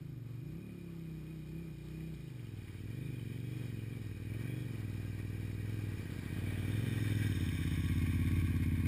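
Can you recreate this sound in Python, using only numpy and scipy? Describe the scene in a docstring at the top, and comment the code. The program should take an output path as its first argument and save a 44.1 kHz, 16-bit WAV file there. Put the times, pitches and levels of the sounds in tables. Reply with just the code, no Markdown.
"""A muddy ford between earth banks: a V-twin motorcycle wades in on a blipped throttle and passes close.
Two unevenly spaced cylinders puff through the silencers, and the banks throw back a dull echo.
Valve gear and chain clatter, gears whine, and the wheels churn, spray and twice plunge deeper.
A small action camera samples it coarsely and holds each sample, mirroring it into a thin treble sizzle."""
import sys
import numpy as np
from scipy import signal
from scipy.fft import rfft, irfft
from scipy.io import wavfile
from scipy.ndimage import uniform_filter1d

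SR = 44100
rng = np.random.default_rng(int(sys.argv[2]) if len(sys.argv) > 2 else 0)


def dump_mix(stems):
    """Bounce the given channels to the path in sys.argv[1] as a 16-bit WAV at rate SR."""
    frames = np.atleast_2d(stems).T  # one column per channel
    limited = np.clip(frames, -1, 1)  # hard clip at full scale
    pcm = np.round(limited * 32767).astype(np.int16)
    wavfile.write(sys.argv[1], SR, pcm)


N = 391166
TIME = np.arange(N) / SR
CRANK_START, SECOND_FIRING = -.235, .390  # in four-stroke cycles
CRUISE_HZ, REFERENCE_M = 20, 10  # engine speed and distance that leave the base levels unchanged

# the revs, in four-stroke cycles per second: time_s, speed_hz
ENGINE_SPEED = [(0.0, 28.5), (0.22, 22.62), (0.38, 23.74), (0.63, 37.23), (0.82, 34.34), (1.24, 30.83),
                (1.3, 32.47), (1.46, 30.48), (1.62, 34.05), (1.75, 28.74), (1.96, 32.02), (2.1, 32.43),
                (2.19, 27.86), (2.66, 17.95), (2.81, 18.68), (3.04, 27.01), (3.23, 22.28), (3.54, 24.3),
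                (3.83, 21.31), (3.93, 23.26), (4.15, 18.33), (4.49, 23.82), (4.61, 24.08), (4.86, 19.99),
                (5.58, 20.0), (5.71, 21.41), (5.89, 20.01), (6.07, 15.35), (6.25, 13.84), (6.44, 19.34),
                (6.63, 18.89), (6.83, 22.48), (7.07, 20.69), (7.24, 20.61), (7.38, 17.58), (7.59, 15.72),
                (8.01, 17.0), (8.25, 16.87), (8.38, 18.01), (8.45, 16.87), (8.87, 17.09)]
# throttle twists that load the engine, negative where it snaps shut: centre_s, width_s, load_db
THROTTLE_BLIPS = [(.68, 0.42, 6.5), (1.58, 0.062, 7), (2.02, 0.12, 4.5), (2.25, 0.084, -3), (2.98, 0.09, 2),
                  (3.5, 0.093, -1), (4.45, 0.11, 4.5), (7.1, 0.16, 3)]
# the bike's approach: time_s, distance_m
APPROACH = [(0, 35), (1, 26.5), (2.3, 24), (3.1, 17.1), (3.6, 12.4), (4.05, 18), (4.5, 14), (5.1, 14.1),
            (5.75, 12.3), (6.15, 8.4), (6.55, 6.2), (7, 6.83), (7.65, 3.45), (8.4, 3.3), (8.87, 3.9)]
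# perspective on the bike: time_s, far_share, tail_share, close_spray_share
PERSPECTIVE = [(0, 1, 0.49, 0.1), (2.1, 0.63, 0, 0.2), (2.7, 0.14, 0, 0.28), (5.8, 0.03, 0, 0),
               (7.1, 0, 0.22, 1), (7.8, 0.01, 0.8, 1), (8.3, 0, 0.78, 0.92)]

# the engine's voices in the mix: base_db, rev_db_per_octave, load_share, far_db, tail_db
FIRST_BLOWDOWN_VOICE = (-54.5, 10, 0.5, -7.5, -3)
SECOND_BLOWDOWN_VOICE = (-53, 5, 0.45, -1.5, -7.5)
PISTON_VOICE = (-54.5, 17, 0.36, -5, 3)
RASP_VOICE = (-70.5, 17.5, 0.92, -20.5, -7.5)
CLATTER_VOICE = (-56.5, -0.5, 1.5, -48.5, -3.5)
GEAR_VOICE = (-60, 7.5, 0.58, -9.5, -4)

# standing waves in the pipes, ringing on between firings: pitch_hz, width_hz, gain_db
PIPE_MODES = [(89.7, 7.2, -1), (106.7, 29, 1.5), (135.4, 13.6, 1), (158.8, 10.2, 0.5), (222.5, 3.8, 4),
              (252.6, 10.8, 0), (314.6, 8.8, -2.5), (427, 10.3, 3.5)]
# silencer tone from far off, from the front and from the tail: frequency_hz, gain_db
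SILENCER_FAR_EQ = [(15, -14), (40, -19), (60, 10), (82, -8.5), (98, -12), (116, 5), (135, -8.5), (165, -3),
                   (200, -11.5), (260, -20.5), (330, -2), (375, -12), (440, -25), (560, -21.5), (850, -50)]
SILENCER_FRONT_EQ = [(15, -1), (40, -28.5), (58, 7.5), (78, -11.5), (105, 1.5), (135, -8), (165, -4),
                     (200, -9), (260, -8), (330, -7.5), (375, -20), (440, -12), (500, -21), (570, -33),
                     (660, -34.5), (850, -56)]
SILENCER_TAIL_EQ = [(15, -72), (40, -4), (58, 9), (80, 1), (105, 0), (140, 1), (165, -0.5), (200, -5.5),
                    (275, 0.5), (330, -7), (375, -23.5), (440, -18.5), (520, -23.5), (600, -51), (850, -30)]
# ring of the silencer's shell: pitch_hz, width_hz, gain_db
SHELL_MODES = [(426.6, 41.5, 1), (507.4, 57, -3.5), (619, 72, -12)]
# ring of the engine casing from the front and from the tail: pitch_hz, width_hz, gain_db
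CASING_FRONT_MODES = [(1220, 120, -13), (1674, 120, 1.5), (1614, 34, 5.5), (1874, 80, 9.5), (2290, 23, 14),
                      (2946, 17, -50), (3610, 13, 0)]
CASING_TAIL_MODES = [(1125, 50, 10.5), (1720, 63, 0), (1945, 62, 0), (2090, 54, 7), (2163, 41, 15),
                     (2980, 67, 1)]
# tone of the chain and gear whirr: frequency_hz, gain_db
WHIRR_EQ = [(1200, -93), (2100, -14.5), (2280, 12), (2400, 24.5), (2520, 22), (2660, -47.5), (4000, -51)]

# fader moves for the water off the wheels, ahead of distance and trim: time_s, churn_db, spray_db
WATER_FADERS = [(0, -65.5, -66.5), (2.3, -65.5, -59.5), (3.5, -69.5, -60.5), (4.1, -66.5, -62.5),
                (5.5, -64.5, -64), (6.6, -67, -59), (6.9, -64, -57), (7.8, -77.5, -62.5), (8.2, -76, -68.5),
                (8.87, -75.5, -72.5)]
# tone of the churn, the spray and the spray up close: frequency_hz, gain_db
CHURN_EQ = [(100, -13), (300, 9), (500, -1), (720, -7.5), (850, -4), (1000, -7.5), (1220, -3.5),
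            (1350, -1.5), (1700, -7), (2700, -8.5), (6000, -17)]
SPRAY_EQ = [(800, -26), (1600, -0.5), (2050, 4.5), (2300, 7), (2650, -8), (2810, 6.5), (3050, 5.5),
            (3500, -5), (3800, 10.5), (4100, -11), (4550, 2.5), (4900, -0.5), (5250, 8), (6000, -20.5)]
CLOSE_SPRAY_EQ = [(800, -39.5), (1600, 6), (2300, -4), (2700, -6.5), (3050, 5.5), (3350, 0), (3680, 11),
                  (4050, -39), (4600, -29), (5250, 4), (6000, -15)]
# slapback from the earth banks: delay_s, gain_db
BANK_ECHOES = [(.0135, -22), (.0215, -19.5), (.031, -19.5), (.047, -23)]
# the front wheel ploughs into deeper water: centre_s, width_s, level_db
PLUNGES = [(4.4, 0.1, -73), (6.525, 0.15, -62)]
# narrow bands that the camera's housing swallows: centre_hz, width_hz, cancelling_gain_db
HOUSING_DIPS = [(1360, 140, -3.5), (2710, 98, -4.5), (2940, 47, -1), (3565, 110, -10.5)]


def undb(db):
    """Decibels to gain."""
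    return 10 ** (np.asarray(db) / 20)


def curves(table):
    """One automation curve per value column, in straight lines between the times."""
    times, *columns = np.transpose(table)
    return [np.interp(TIME, times, column) for column in columns]


def swells(table):
    """A bell-shaped swell for each row of centre_s, width_s, height."""
    return sum(height * np.exp(-.5 * ((TIME - centre) / width) ** 2) for centre, width, height in table)


def equalise(x, points, size=8192):
    """Causal EQ through points of frequency_hz, gain_db, built from its cepstrum."""
    hz, db = np.transpose(points)
    bins = np.maximum(np.arange(size // 2 + 1) * SR / size, 1)
    cepstrum = irfft(np.log(undb(np.interp(np.log(bins), np.log(hz), db))))
    cepstrum[1:size // 2] *= 2
    cepstrum[size // 2 + 1:] = 0
    return signal.oaconvolve(x, irfft(np.exp(rfft(cepstrum))))[:N]


def ring(x, modes):
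    """Play a sound through parallel resonators."""
    return sum(undb(db) * signal.lfilter(*signal.iirpeak(hz, hz / width, fs=SR), x)
               for hz, width, db in modes)


def normalise(x, lo_hz, hi_hz):
    """Scale a sound to rms 1 within a band."""
    band = signal.butter(4, [lo_hz, hi_hz], "band", fs=SR, output="sos")
    return x / np.std(signal.sosfilt(band, x))


def wobble(rate_hz):
    """Random modulation that glides to a new value rate_hz times a second; spread 1."""
    hold = int(SR / rate_hz)
    steps = np.repeat(rng.standard_normal(N // hold + 1), hold)
    slewed = uniform_filter1d(steps, hold)[:N]
    return slewed / np.std(slewed)


def perspective():
    """Crossfades for the far, front and tail sound of the bike, and for the close spray."""
    far, tail, close = np.clip(curves(PERSPECTIVE), 0, 1)
    return dict(far=far, front=np.clip(1 - far - tail, 0, 1), tail=tail, close=close)


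def nearness_db():
    """The bike gains 16 dB for a tenfold drop in distance."""
    return -16 * np.log10(curves(APPROACH)[0] / REFERENCE_M)


def voice_db(voice, choke_hz=np.inf):
    """An engine voice's level follows the revs (up to choke_hz), load, perspective and distance."""
    base_db, rev_db, load_share, far_db, tail_db = voice
    view = perspective()
    octaves = np.log2(np.minimum(curves(ENGINE_SPEED)[0], choke_hz) / CRUISE_HZ)
    effort_db = rev_db * octaves + load_share * swells(THROTTLE_BLIPS)
    return base_db + effort_db + far_db * view["far"] + tail_db * view["tail"] + nearness_db()


def puff(crank, at, width, scatter_db):
    """One bell-shaped puff a cycle, its area scattered around 1; at and width are in cycles."""
    cycle = np.round(crank - at)
    strength = undb(scatter_db * rng.standard_normal(size=512))[cycle.astype(int)]
    return strength * np.exp(-.5 * ((crank - at - cycle) / width) ** 2) / (width * np.sqrt(2 * np.pi))


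def exhaust(crank):
    """Each exhaust valve opens with a sharp blowdown; the piston then pushes out the rest."""
    first = undb(voice_db(FIRST_BLOWDOWN_VOICE)) * puff(crank, 0, width=.003, scatter_db=.5)
    second = undb(voice_db(SECOND_BLOWDOWN_VOICE)) * puff(crank, SECOND_FIRING, width=.005, scatter_db=.5)
    strokes = puff(crank, at=.2154, width=.021, scatter_db=.3)
    strokes += undb(-2) * puff(crank, at=.5596, width=.031, scatter_db=1.4)
    push = undb(voice_db(PISTON_VOICE, choke_hz=27)) * strokes
    turbulence = 1 + undb(-11) * rng.standard_normal(N)
    flow = (first + second + push) * turbulence
    flow = undb(-3.5) * (flow + ring(flow, PIPE_MODES))
    # steady outflow makes no sound
    flow = signal.sosfilt(signal.butter(1, 8, "high", fs=SR, output="sos"), flow)
    view = perspective()
    return (view["far"] * equalise(flow, SILENCER_FAR_EQ)
            + view["front"] * equalise(flow, SILENCER_FRONT_EQ)
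            + view["tail"] * equalise(flow, SILENCER_TAIL_EQ))


def shell_rasp(crank):
    """Both blowdowns shake the silencer's shell, which growls above the exhaust as the revs climb."""
    knocks = undb(-4) * puff(crank, 0, width=.003, scatter_db=-1)
    knocks += puff(crank, SECOND_FIRING, width=.0038, scatter_db=2.5)
    return undb(voice_db(RASP_VOICE)) * ring(ring(knocks, SHELL_MODES), SHELL_MODES)


def valves_and_chain(crank):
    """Valves tick with the crank and ring the casing, over the whirr of chain and gears."""
    valves = sum(puff(crank, at, width=.076, scatter_db=3) for at in (.12, .38, .62, .85))
    knocks = (1 + .36 * valves) * rng.standard_normal(N)
    front = normalise(ring(knocks, CASING_FRONT_MODES), 1160, 2320)
    rear = normalise(ring(knocks, CASING_TAIL_MODES), 1160, 2320)
    rear_share = perspective()["tail"] ** 3
    clatter = np.sqrt(1 - rear_share) * front + np.sqrt(rear_share) * rear
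    rattle = (1 + .056 * valves) * rng.standard_normal(N)
    whirr = normalise(equalise(rattle, WHIRR_EQ), 2310, 3100)
    return undb(voice_db(CLATTER_VOICE) - 3) * clatter + undb(voice_db(GEAR_VOICE) - 2.5) * whirr


def gear_whine(crank, teeth_per_cycle=137):
    """Meshing teeth sing toward the front, blurred by backlash and louder at high revs."""
    rev_gain = np.clip(curves(ENGINE_SPEED)[0] / 24, 0, 1) ** 2
    backlash = .24 * wobble(250)
    whine = np.sin(2 * np.pi * (teeth_per_cycle * crank + backlash))
    flutter = 1 + .5 * wobble(120)
    return undb(voice_db(GEAR_VOICE) - 5.5) * rev_gain * perspective()["front"] * whine * flutter


def bubbles(lo_hz, hi_hz, cycles, spread_db, glide, count):
    """A bed of short decaying pings, each bending upward as its bubble nears the surface."""
    out = np.zeros(N + SR)
    for when, pitch, luck in rng.random((count, 3)):
        hz = lo_hz * (hi_hz / lo_hz) ** pitch
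        age = np.arange(int(cycles * SR / hz)) / SR
        life = age * hz / cycles
        ping = np.sin(2 * np.pi * hz * age * (1 + glide * life)) * np.exp(-np.log(100) * life)
        start = int(when * N)
        out[start:start + len(age)] += undb(-spread_db * np.log(max(luck, .01))) * ping
    return out[:N] / np.std(out)


def churn_and_spray():
    """The wheels churn up a bubbly wash and throw spray that patters back as fine drops."""
    churn_db, spray_db = curves(WATER_FADERS) + nearness_db()
    gurgle = bubbles(335, 2170, cycles=4.5, spread_db=-.5, glide=.19, count=3000)
    wash = rng.standard_normal(N) * undb(1.3 * wobble(18)) + undb(-17.5) * gurgle
    churn = normalise(equalise(wash, CHURN_EQ), 470, 1406)
    drops = bubbles(1900, 9300, cycles=7.3, spread_db=3.5, glide=.24, count=5000)
    mist = rng.standard_normal(N) * undb(wobble(25)) + undb(-9.5) * drops
    close = perspective()["close"]
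    spray = (1 - close) * normalise(equalise(mist, SPRAY_EQ), 2700, 6360)
    spray += close * normalise(equalise(mist, CLOSE_SPRAY_EQ), 3200, 7000)
    return undb(churn_db + 2.5) * churn + undb(spray_db - 1.5) * spray


def bank_echoes(pipes, top_hz=260):
    """The earth banks throw back the low end of the exhaust as a few short echoes."""
    dull = signal.sosfilt(signal.butter(2, top_hz, fs=SR, output="sos"), pipes)
    return sum(undb(db) * np.interp(TIME - delay, TIME, dull, left=0) for delay, db in BANK_ECHOES)


def wheel_plunges():
    """Each plunge of the front wheel folds air under the water: a swell of large bubbles."""
    envelope = swells([(centre, width, undb(db)) for centre, width, db in PLUNGES])
    return envelope * bubbles(524, 880, cycles=17, spread_db=-.5, glide=.13, count=1500)


def scene():
    """One crankshaft drives every engine layer; the water runs alongside and the banks answer."""
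    crank = CRANK_START + np.cumsum(curves(ENGINE_SPEED)[0]) / SR + .0006 * wobble(30)  # in cycles
    pipes = exhaust(crank) + shell_rasp(crank)
    engine = pipes + valves_and_chain(crank) + gear_whine(crank)
    return (engine + churn_and_spray() + bank_echoes(pipes) + wheel_plunges())[None]


def record(dry):
    """The camera's housing dulls a few bands; its sample-and-hold mirrors the sound into the treble."""
    hold_hz, hold_ticks = 12000, 4
    band_hz, top_hz = 5650, 15350  # low-pass before and after the hold
    housed = dry - ring(dry, HOUSING_DIPS)
    narrow = signal.sosfilt(signal.ellip(8, .2, 60, band_hz, fs=SR, output="sos"), housed)
    coarse = signal.resample_poly(narrow, hold_hz, SR, axis=1)
    held = np.repeat(coarse, hold_ticks, axis=1)
    sizzling = signal.resample_poly(held, SR, hold_ticks * hold_hz, axis=1)[:, :N]
    return signal.sosfilt(signal.ellip(10, .2, 80, top_hz, fs=SR, output="sos"), sizzling)


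dry = scene()
out = record(dry)
dump_mix(out)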